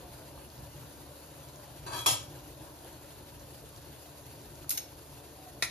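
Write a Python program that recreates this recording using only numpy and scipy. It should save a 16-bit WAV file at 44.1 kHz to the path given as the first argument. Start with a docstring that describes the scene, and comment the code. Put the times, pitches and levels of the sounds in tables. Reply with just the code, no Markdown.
"""Syrup on the stove

Syrup simmers in a steel pot over a gas flame in a small hard kitchen, heard by a phone with two ports.
Flame, boil and hiss are shaped noise, a near motor hums in sines, and bubbles are short dying tones.
A faint tone slides down in broken pieces. A steel lid is dragged over the counter and dropped, a spoon
clinks and bounces, a jar is set down: each is a force that rings modes, plus broad clatter.
Sparse dying reflections make the room."""
import sys
import numpy as np
from scipy import signal
from scipy.fft import rfft, irfft, next_fast_len
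from scipy.io import wavfile
from scipy.ndimage import uniform_filter1d

SR = 44100
rng = np.random.default_rng(int(sys.argv[2]) if len(sys.argv) > 2 else 0)


def waveform_to_disk(signal):
    """Save audio, clipped to [-1, 1], as 16-bit WAV at the path in sys.argv[1]."""
    frames = np.transpose(np.atleast_2d(signal))
    scaled = np.clip(frames, -1, 1) * 32767
    samples = np.round(scaled).astype(np.int16)
    wavfile.write(sys.argv[1], SR, samples)


N = 251760  # samples


def amp(db):
    """Turns dB into gain."""
    return 10 ** (np.asarray(db) / 20)


def evened(x):
    """Scales x to rms 1."""
    return x / np.sqrt(np.mean(x ** 2) + 1e-20)


def wander(shape, size):
    """Smooth chance movement of rms 1: white noise averaged twice over size samples."""
    once = uniform_filter1d(rng.standard_normal(shape), size=size)
    return evened(uniform_filter1d(once, size=size))


def read(points, hz, column=1):
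    """Reads a column of a table along log frequency."""
    table = np.transpose(points)
    return np.interp(np.log(hz + 1), np.log(table[0] + 1), table[column])


def shaped(x, gain):
    """Filters x by gain, a function of frequency."""
    size = next_fast_len(x.shape[-1] + 4096)
    spectrum = rfft(x, size) * gain(np.fft.rfftfreq(size, 1 / SR))
    return irfft(spectrum, size)[..., :x.shape[-1]]


def add(mix, s, sound):
    """Mixes sound in at s seconds."""
    part = mix[..., round(s * SR):][..., :sound.shape[-1]]
    part += sound[..., :part.shape[-1]]


def soft_step(t, at_s, width_s):
    """Glides from 0 to 1 around at_s."""
    return (1 + np.tanh((t - at_s) / width_s)) / 2


def noise(colour_db, size, patch_db, flicker_db):
    """Two unrelated noises with shared drifting patches and a flicker common to all pitches."""
    hop = size // 4
    frames, hz = N // hop + 5, np.fft.rfftfreq(size, 1 / SR)
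    a, b, c, d, patches = rng.standard_normal((frames, len(hz), 5)).T
    patches = uniform_filter1d(patches, size=8, axis=0)  # smooth across pitch
    patches = evened(uniform_filter1d(patches, size=8, axis=1))  # and across time
    flicker = evened(uniform_filter1d(rng.standard_normal(frames), size=4))
    level_db = colour_db(hz)[:, None] + patch_db * patches + flicker_db * flicker
    spectra = np.array([a + 1j * b, c + 1j * d]) * amp(level_db)
    return evened(signal.istft(spectra, nperseg=size, noverlap=size - hop)[1][:, :N])


# Colour of flame and boil. Each row: frequency in Hz, relative level in dB per Hz.
RUMBLE = [(20, -40), (45, -6), (170, -12), (200, -11), (300, -9), (600, -16.5), (950, -11.5), (1200, -21),
          (1600, -19.5), (2100, -32), (3000, -31)]
# Boomy room and pot resonances. Each row: frequency in Hz, width in Hz, lift in dB.
BOOMS = [(55.3, 16, 9.7), (67, 64, 5.2), (96, 8.6, 3.4), (125.3, 51, 20.7), (148, 22, 4), (275, 37, 2.6),
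         (300, 62, 3.5), (360.7, 8.4, 7), (434, 13, 5.6), (430, 5, 0.67), (576, 100, 14.7)]
# Level of the low roar. Each row: time in seconds, level in dB before the flutter.
FLAME = [(0, -54), (1.3, -56), (1.6, -54), (2.7, -55.5), (3.1, -53), (3.7, -57), (4.4, -56.5), (4.65, -52),
         (4.95, -56.5), (5.4, -54.5), (5.71, -56)]
FLUTTER_DB = 1.2  # rms of the flame's quick chance flutter
# The boil settles a little lower partway through.
BOIL_DB, EASE_DB, EASE_AT_S, EASE_S = -54.5, -2.5, 3.26, 0.2


def rumble():
    """Low turbulent noise lifted at the resonances: flame below, boil above."""
    def colour_db(hz):
        booms = sum(db / (1 + (2 * (hz - f) / width) ** 2) for f, width, db in BOOMS)
        return read(RUMBLE, hz) + booms
    both = noise(colour_db, size=4096, patch_db=2.2, flicker_db=1.2)
    flame = shaped(both, lambda hz: 1 / (1 + (hz / 190) ** 8))
    boil = both - flame
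    t = np.arange(N) / SR
    boil_db = BOIL_DB + EASE_DB * soft_step(t, EASE_AT_S, EASE_S)
    flame_db = np.interp(t, *np.transpose(FLAME)) + FLUTTER_DB * wander(N, 5000)
    return evened(boil) * amp(boil_db) + evened(flame) * amp(flame_db)


# A motor somewhere near. Each row: multiple of its speed, mean level in dB rms.
HUM = [(1, -61), (2, -64.5), (4, -63.5)]
HUM_HZ = 74.03  # mean speed


def hum():
    """Low orders of a motor share one wandering speed, each swelling and fading on its own."""
    slow = wander((len(HUM) + 1, N), 9000)
    turns = np.cumsum(HUM_HZ * (1 + 0.00546 * slow[-1])) / SR
    field_phase = np.array([[0], [np.pi / 2]])  # a quarter cycle between the two fields
    out = np.zeros((2, N))
    for (order, db), swell in zip(HUM, slow):
        tone = np.sqrt(2) * np.sin(2 * np.pi * order * turns + field_phase)
        out += amp(db + 0.45 * swell) * tone
    return out


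# Gas jets and finest froth. Each row: frequency in Hz, relative level in dB per Hz.
HISS = [(600, 3.5), (1500, 1.5), (2200, -3), (2650, 1), (3300, -1), (4400, 1.5), (5500, -3.5), (8200, 2),
        (10500, 1), (12500, -2), (15800, -4.5)]
HISS_DB = -53.5  # rms


def hiss():
    """Turbulence of the gas jets and the finest froth as flickering high noise."""
    return amp(HISS_DB) * noise(lambda hz: read(HISS, hz), size=1024, patch_db=1.5, flicker_db=1.34)


def bubble(hz, cycles, rise):
    """A tone that dies to 1/e in some cycles while its pitch rises by the share rise."""
    u = np.arange(int(6 * cycles * SR / hz) + 2) * hz / (cycles * SR)  # time in decay lengths
    tone = np.sin(2 * np.pi * cycles * (u + rise * u ** 2 / 2))
    return tone * np.exp(-u) * (1 - np.exp(-8 * u))


def froth(low_hz, high_hz, per_s, spread_db, cycles, count=24):
    """Countless small bubbles of all sizes burst at random; a few are loud."""
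    loudness = amp(spread_db * np.minimum(rng.exponential(1, (2, N)), 5))
    bursting = loudness * (rng.random(N) < per_s / SR)
    kind = rng.integers(0, count, N)
    out = np.zeros((2, N))
    for k, hz in enumerate(np.geomspace(low_hz, high_hz, count)):
        tone = bubble(hz, cycles, 0.0977)[None]
        out += signal.oaconvolve(bursting * (kind == k), tone)[:, :N]
    return evened(out)


# Pieces of the faint tone. Each row: start in seconds, length in seconds, level in dB at mid-swell,
# first pitch in Hz, fall in Hz per second.
FAR_TONE = [(0.019, 0.24, -60.5, 737, 430), (5.323, 0.13, -59, 768, 12), (5.459, 0.053, -48.5, 737, 200),
            (5.542, 0.045, -61, 679, 100)]
SWELL_DB = 2  # mid-swell over the ends


def far_tone():
    """A broken, wavering sine that swells, slides down and fades."""
    out = np.zeros(N)
    for s, length, db, hz, fall in FAR_TONE:
        t = np.arange(0, length, 1 / SR)
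        waver = evened(uniform_filter1d(rng.standard_normal((2, SR // 2)), size=900))[:, :len(t)]
        pitch = hz - fall * t + 8 * waver[0]
        tone = np.sin(2 * np.pi * np.cumsum(pitch) / SR)
        level_db = db - SWELL_DB * (2 * t / length - 1) ** 2 + 4.3 * waver[1]
        add(out, s, amp(level_db) * tone * signal.windows.tukey(len(t), .3))
    return out


# Bubbles that stand out, from large slow ones to tiny sharp ones.
# Each row: start in seconds, level in dB, pitch in Hz.
BUBBLES = [(0.377, -41, 1080), (0.502, -38, 4650), (0.5786, -40, 4470), (0.588, -42, 120),
           (0.756, -45, 135), (1.2624, -35, 11000), (1.488, -34, 7140), (1.5596, -36, 6400),
           (2.847, -30.5, 10700), (2.85, -38.5, 690), (3.397, -37, 6050), (3.639, -40, 427),
           (3.692, -31.5, 10200), (3.763, -35, 6240), (3.8264, -39, 6630), (4.266, -31, 11200),
           (4.416, -36, 6540), (4.556, -35.5, 6400), (4.645, -40.5, 1270), (4.887, -49, 6200)]
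BUBBLE_CYCLES, BUBBLE_RISE = 1.67, 0.017  # cycles to 1/e, share the pitch rises meanwhile


def bursts():
    """Single bubbles pop out of the froth, each a very short dying tone."""
    out = np.zeros(N)
    for s, db, hz in BUBBLES:
        add(out, s, amp(db) * bubble(hz, BUBBLE_CYCLES, BUBBLE_RISE))
    return out


def ring(force, modes, ring_db, column=1):
    """A force sets an object's modes ringing; each field meets each mode at its own phase."""
    t, table = np.arange(SR // 4) / SR, np.transpose(modes)
    hz, db, t60 = table[[0, column, -1], :, None]
    phase = rng.uniform(0, 2 * np.pi, (2, len(modes), 1))
    tones = amp(db - 60 * t / t60) * np.sin(2 * np.pi * hz * t + phase)
    tones *= np.sqrt(4 * np.log(1000) / (t60 * SR))  # about energy 1 at 0 dB, before the build-up
    tones *= 1 - np.exp(-t * hz)  # a mode takes a few cycles to build up
    return amp(ring_db) * signal.oaconvolve(force, tones.sum(1), axes=1)[:, :N]


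def tilted(x, db_per_octave):
    """Tilts the spectrum about 4 kHz."""
    return shaped(x, lambda hz: amp(db_per_octave * np.log2((hz + 100) / 4000)))


def blows(rows, modes, clatter, ring_db, column=1):
    """Each contact is one sharp push on the modes and a short dying chatter."""
    push, chatter, t = np.zeros((1, N)), np.zeros((2, N)), np.arange(2000) / SR
    for s, db, tilt_db, contact in rows:
        push[0, round(s * SR)] = amp(db) * np.sqrt(contact * SR / 2)
        envelope = np.exp(-t / contact) * (1 - np.exp(-t / 0.00011))
        burst = rng.standard_normal((2, len(t))) * envelope
        add(chatter, s, amp(db) * tilted(burst, tilt_db))
    return ring(push, modes, ring_db, column) + shaped(chatter, lambda hz: amp(read(clatter, hz)))


def rub(s, level_db, bright, grit_db):
    """Gritty stick-slip force from s seconds on, a blend of a dull and a bright stroke."""
    grit = amp(grit_db * evened(uniform_filter1d(rng.standard_normal(SR // 4), size=90)))
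    flat = evened(rng.standard_normal((2, SR // 4)) * grit)[:, :len(level_db)]
    share = np.clip(bright, 0, 1)
    stroke = (1 - share) * tilted(flat, -2.07) + share * tilted(flat, 4.9)
    force = np.zeros((2, N))
    add(force, s, amp(level_db) * stroke * signal.windows.tukey(len(level_db), .02))
    return force


# Lid modes. Each row: frequency in Hz, relative levels in dB early in the drag, late in the drag,
# struck and rattling, then t60 in seconds.
LID = [(110, -2, 4, -8, -3, .12), (290, -6, -10, -12, -2, .06), (390, -1, -3, -2, -4, .06),
       (620, -1, -7, -11, -9, .05), (960, 5, 4, -2, 0, .05), (1010, 1, 0, 3, 2, .04),
       (1130, 3, 1, 9, 2, .05), (1282, 2, 0, -2, 3, .06), (1593, 3, -3, -6, -5, .04),
       (1710, -1, -6, -10, -9, .04), (1935, -14, -10, -12, -6, .04), (2227, -12, -10, 2, -2, .06),
       (2345, -12, -12, 2, -3, .04), (2500, -8, -9, 4, -5, .035), (2600, -12, -5, -6, -6, .04),
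       (3135, -8, -3, -2, 2, .05), (3275, -12, -1, 5, 0, .035), (3325, -12, 2, 6, 1, .04),
       (3365, -13, 0, 8, 3, .05), (3405, -12, -4, 2, -2, .04), (3500, -8, -8, -2, -5, .04),
       (3930, 0, -1, -6, -4, .06), (4133, -5, -6, -4, -7, .06), (4500, -12, -12, -3, -3, .04),
       (4635, 4, -2, -6, -5, .05), (5130, -14, -14, -1, 2, .05), (5480, -9, -5, -4, -6, .04),
       (5685, -8, -6, -4, 0, .05), (6155, -14, -12, -6, -7, .05), (6562, -12, -10, 0, -2, .06),
       (6700, -12, -7, -4, -1, .05), (6853, -14, -12, -8, -1, .04), (7610, -5, -9, -4, -3, .05),
       (7780, -12, -8, 0, -1, .05), (7865, -5, -2, -6, -9, .07), (8930, -9, -3, -12, -5, .04),
       (9394, -10, -12, 5, -1, .06), (10125, -14, -12, -8, -3, .04), (10335, -12, -14, -3, -6, .05),
       (11230, -16, -4, -6, -6, .04), (11700, -18, -9, -9, -9, .04), (11950, -18, -12, -6, -5, .04),
       (12440, -18, -10, 1, -10, .03), (13890, -24, -20, -4, -16, .04)]
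# Broad clatter of the lid. Each row: frequency in Hz, gain in dB.
LID_CLATTER = [(70, -36), (110, -4), (200, -16), (500, -0.5), (1100, 5.5), (1450, -9), (2300, -8),
               (2800, -2.5), (3300, -7), (3750, -7), (4300, -0.5), (4850, -8), (5600, -8), (7000, 1.5),
               (10000, -1), (12000, -34), (13500, -16), (15500, -36)]
# Friction of the drag. Each row: time in seconds, level in dB.
DRAG = [(1.862, -41.5), (1.875, -42), (1.905, -44), (1.93, -38.5), (1.95, -39.5), (1.985, -40.5),
        (2.02, -47), (2.056, -55)]
# Blows of the dropped lid. Each row: start in seconds, level in dB, brightness in dB per octave,
# contact in seconds.
LID_STRIKE = [(2.0605, -23.5, 4, 0.004), (2.0655, -27, 4, 0.005)]
DRAG_BRIGHT, BRIGHTEN_S = 0.53, 0.11  # the scrape starts dull and brightens towards this share (0-1)
SHIFT_AT_S, SHIFT_S = 0.092, 0.02  # into the drag, the rubbing point slides and wakes other modes
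RATTLE_S, RATTLE_DB, RATTLE_RISE_S, RATTLE_BRIGHT = 2.06, -21.5, 0.0048, 0.67
RATTLE_DB_PER_S = 176  # fade from the start
SETTLE_AFTER_S, SETTLE_DB_PER_S = 0.079, 554  # extra fade as the lid settles fast
EARLY_RING_DB, LATE_RING_DB, STRUCK_RING_DB, RATTLE_RING_DB = -14, -11, -10, -17
THUD_S, THUD_DB, THUD_HZ, THUD_CYCLES = 2.117, -34, 113, 2.3


def lid_drag():
    """Friction of the lid over the counter, brightening as it goes."""
    s, db = np.transpose(DRAG)
    t = np.arange(0, s[-1] - s[0], 1 / SR)
    bright = DRAG_BRIGHT * np.minimum(t / BRIGHTEN_S, 1)
    return rub(s[0], np.interp(t + s[0], s, db), bright, grit_db=2.8)


def lid_rattle():
    """Gritty force of the dropped lid rattling to rest."""
    t = np.arange(SR // 5) / SR
    fade_db = RATTLE_DB_PER_S * t + SETTLE_DB_PER_S * np.maximum(t - SETTLE_AFTER_S, 0)
    rise_db = 20 * np.log10(np.minimum(t / RATTLE_RISE_S, 1) ** 2 + 1e-3)
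    return rub(RATTLE_S, RATTLE_DB + rise_db - fade_db, RATTLE_BRIGHT, grit_db=1.4)


def lid():
    """Drag, blows and rattle clatter and ring the steel; the counter booms as the lid settles."""
    drag, rattle = lid_drag(), lid_rattle()
    clatter = shaped(drag + rattle, lambda hz: amp(read(LID_CLATTER, hz)))
    late = soft_step(np.arange(N) / SR, DRAG[0][0] + SHIFT_AT_S, SHIFT_S)
    early_ring = ring(drag * np.sqrt(1 - late), LID, EARLY_RING_DB)
    late_ring = ring(drag * np.sqrt(late), LID, LATE_RING_DB, column=2)
    struck = blows(LID_STRIKE, LID, LID_CLATTER, STRUCK_RING_DB, column=3)
    rattling = ring(rattle, LID, RATTLE_RING_DB, column=4)
    thud = np.zeros(N)
    add(thud, THUD_S, amp(THUD_DB) * bubble(THUD_HZ, THUD_CYCLES, 0))
    return clatter + early_ring + late_ring + struck + rattling + thud


# Spoon modes. Each row: frequency in Hz, relative levels in dB struck at the tip, the bowl and
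# the handle, then t60 in seconds.
SPOON = [(1421, -30, -18, -30, .04), (1800, -30, -28, -14, .03), (2250, -28, -22, -14, .04),
         (2600, -25, -16, -16, .03), (2930, -25, -22, -19, .04), (3500, -18, -13, -16, .04),
         (3660, -20, -18, -8, .045), (4150, -15, -11, -12, .04), (4800, -15, -17, -11, .02),
         (5430, -5, -9, -6, .04), (6360, 2, -4, -2, .065), (7210, -14, -15, -20, .06),
         (8050, -8, -13, -20, .03), (8484, 9, -6, -25, .13), (8600, -14, -16, 1, .015),
         (8870, -14, -20, -6, .015), (9600, -18, -8, -11, .03), (10750, 2, -1, -22, .025),
         (11830, -25, -1, -6, .12), (12740, 1, -10, -25, .035), (13850, -2, -12, -5, .02),
         (14120, 1, -5, -6, .03), (14380, -10, -14, 1, .015)]
# Broad clatter of the spoon. Each row: frequency in Hz, gain in dB.
SPOON_CLATTER = [(700, -38), (1500, -4), (3000, 3), (6000, 7), (9000, 4.5), (13500, 5), (14600, -4),
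                 (15500, -14)]
# The clink and its bounces. Each row: start in seconds, level in dB, brightness in dB per octave,
# contact in seconds, part struck.
CLINKS = [(4.6935, -33, 6, 0.003, "tip"), (4.7056, -33, 6, 0.005, "bowl"), (4.712, -33, -2, 0.007, "bowl"),
          (4.722, -43, 3, 0.014, "bowl"), (4.75, -50, 5, 0.018, "bowl"), (4.7749, -33, -2, 0.004, "handle"),
          (4.778, -36, -3, 0.007, "handle")]


def spoon():
    """Tip, bowl and handle ring the same modes in other shares."""
    out = np.zeros((2, N))
    for column, part in enumerate(("tip", "bowl", "handle"), start=1):
        rows = [row[:-1] for row in CLINKS if row[-1] == part]
        out += blows(rows, SPOON, SPOON_CLATTER, ring_db=0, column=column)
    return out


# Jar modes. Each row: frequency in Hz, relative level in dB, t60 in seconds.
JAR = [(127, -6, 0.25), (310.4, -15, 0.12), (600, -17, 0.1), (990, -6, .03), (1380, 4, 0.035),
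       (1700, -3, .02), (1930, 0, 0.02), (2070, 2, .02), (2365, 3, .018), (2505, 1, .02), (2928, -9, .03),
       (3229, -8, .03), (3740, -3, .02), (3910, 1, 0.022), (4145, -1, .025), (4330, -2, .02),
       (4695, -7, .08), (4965, -6, .08), (5055, -1, 0.04), (5250, -2, .07), (5645, 0, 0.045),
       (6180, -1, 0.035), (6540, 0, .055), (7800, -5, 0.016), (9815, -5, .025), (10185, -4, .02),
       (10786, -1, 0.2)]
# Broad clatter of the jar. Each row: frequency in Hz, gain in dB.
JAR_CLATTER = [(100, -33), (300, 5), (1000, 4.5), (1400, 3), (2200, 14), (3100, 0.5), (4000, 15), (4700, 0),
               (6500, 6), (8500, 3), (12500, -7), (14000, -16), (15500, -18)]
# Contacts of the jar. Each row: start in seconds, level in dB, brightness in dB per octave,
# contact in seconds.
SET_DOWN = [(5.6238, -25, 1, 0.005), (5.6265, -30, 3, 0.0044), (5.6305, -32, 1, 0.0074),
            (5.637, -34, 3, 0.005), (5.646, -37, 2, 0.01)]


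def jar():
    """A few quick contacts ring the jar as it is set down."""
    return blows(SET_DOWN, JAR, JAR_CLATTER, ring_db=-10)


# Decay of the room. Each row: frequency in Hz, t60 in seconds.
KITCHEN = [(100, 0.3), (500, 0.25), (2000, 0.36), (7000, 0.33), (12000, 0.21)]


def kitchen(x):
    """Sparse reflections of random sign, each band dying at its own speed."""
    taps = np.zeros((2, SR // 2))
    at = np.arange(120, SR // 2 - 20, 20)
    at = at + rng.integers(0, 20, (2, len(at)))
    np.put_along_axis(taps, at, rng.choice([-1., 1.], at.shape), 1)
    hz, t, bands = signal.stft(taps, SR, nperseg=256)
    decay = amp(-60 * t / read(KITCHEN, hz)[:, None])
    tail = signal.istft(bands * decay, SR, nperseg=256)[1]
    return signal.fftconvolve(x, tail / np.linalg.norm(tail[0]), axes=1)[:, :N]


def scene():
    """Two sound fields, the one at the left port and an unrelated second one, with reflections of all but the
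    steady sounds."""
    steady = rumble() + hum() + hiss()
    fine_froth = amp(-70) * froth(2990, 15500, per_s=1500, spread_db=5.6, cycles=2.6)
    coarse_froth = amp(-62) * froth(328.6, 999, per_s=600, spread_db=3.2, cycles=4.25)
    bubbles = fine_froth + coarse_froth + bursts()
    tone, steel, clinks, glass = far_tone(), lid(), spoon(), jar()
    echoing = amp(-4.5) * steel + amp(-7) * clinks + amp(-9) * glass
    echoing = echoing + amp(-3.5) * bubbles + amp(-6) * tone
    return steady + steel + clinks + glass + bubbles + tone + kitchen(echoing)


# The two ports. Each row: frequency in Hz, likeness (0-1), lead of the left in radians,
# left over right in dB.
PORTS = [(60, .96, 0, -.5), (160, .93, .1, 1), (520, .75, .4, 3), (1200, .3, .7, 1.5), (1900, .7, .3, 1),
         (2600, .6, .8, .5), (3300, .35, 1.3, 1.3), (4000, .2, .3, 2.5), (4650, .38, 1.1, 3),
         (5350, .05, 0, 2), (6000, .47, -1.4, 1.5), (6800, .55, -1.6, 1), (7400, .75, -2.4, .5)]
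# Above that the ports largely share one field, in or out of step.
# Each row: frequency in Hz, likeness (0-1), lead of the left in half turns.
TREBLE = [(7750, 1, -1), (8850, 1, -1), (9400, .72, -1.25), (10200, .66, -1.55), (10900, .8, -1.8),
          (11150, 1, -2), (13000, 1, -2), (13500, .55, -2.4), (14300, .66, -2.8), (14650, 1, -3)]
BASS_CUT_HZ, EDGE_HZ = 40, 15850  # the deepest bass is cut away; top of the band


def record(dry):
    """The right port hears the left field shifted in phase and mixed with another; then the band limit."""
    dry = shaped(dry, lambda hz: 1 / np.sqrt(1 + (BASS_CUT_HZ / (hz + 1)) ** 4))
    ports = PORTS + [(hz, likeness, np.pi * half_turns, 0) for hz, likeness, half_turns in TREBLE]

    def same(hz):
        return np.clip(read(ports, hz), 0, 1)
    left = shaped(dry[0], lambda hz: amp(read(ports, hz, column=3) / 2))
    shared = shaped(dry[0], lambda hz: same(hz) * np.exp(-1j * read(ports, hz, column=2)))
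    own = shaped(dry[1], lambda hz: np.sqrt(1 - same(hz) ** 2))
    right = shaped(shared + own, lambda hz: amp(-read(ports, hz, column=3) / 2))
    band = signal.firwin(1023, EDGE_HZ, window=("kaiser", 10), fs=SR)
    return signal.oaconvolve(np.array([left, right]), band[None], "same")


dry = scene()
out = record(dry)
waveform_to_disk(out)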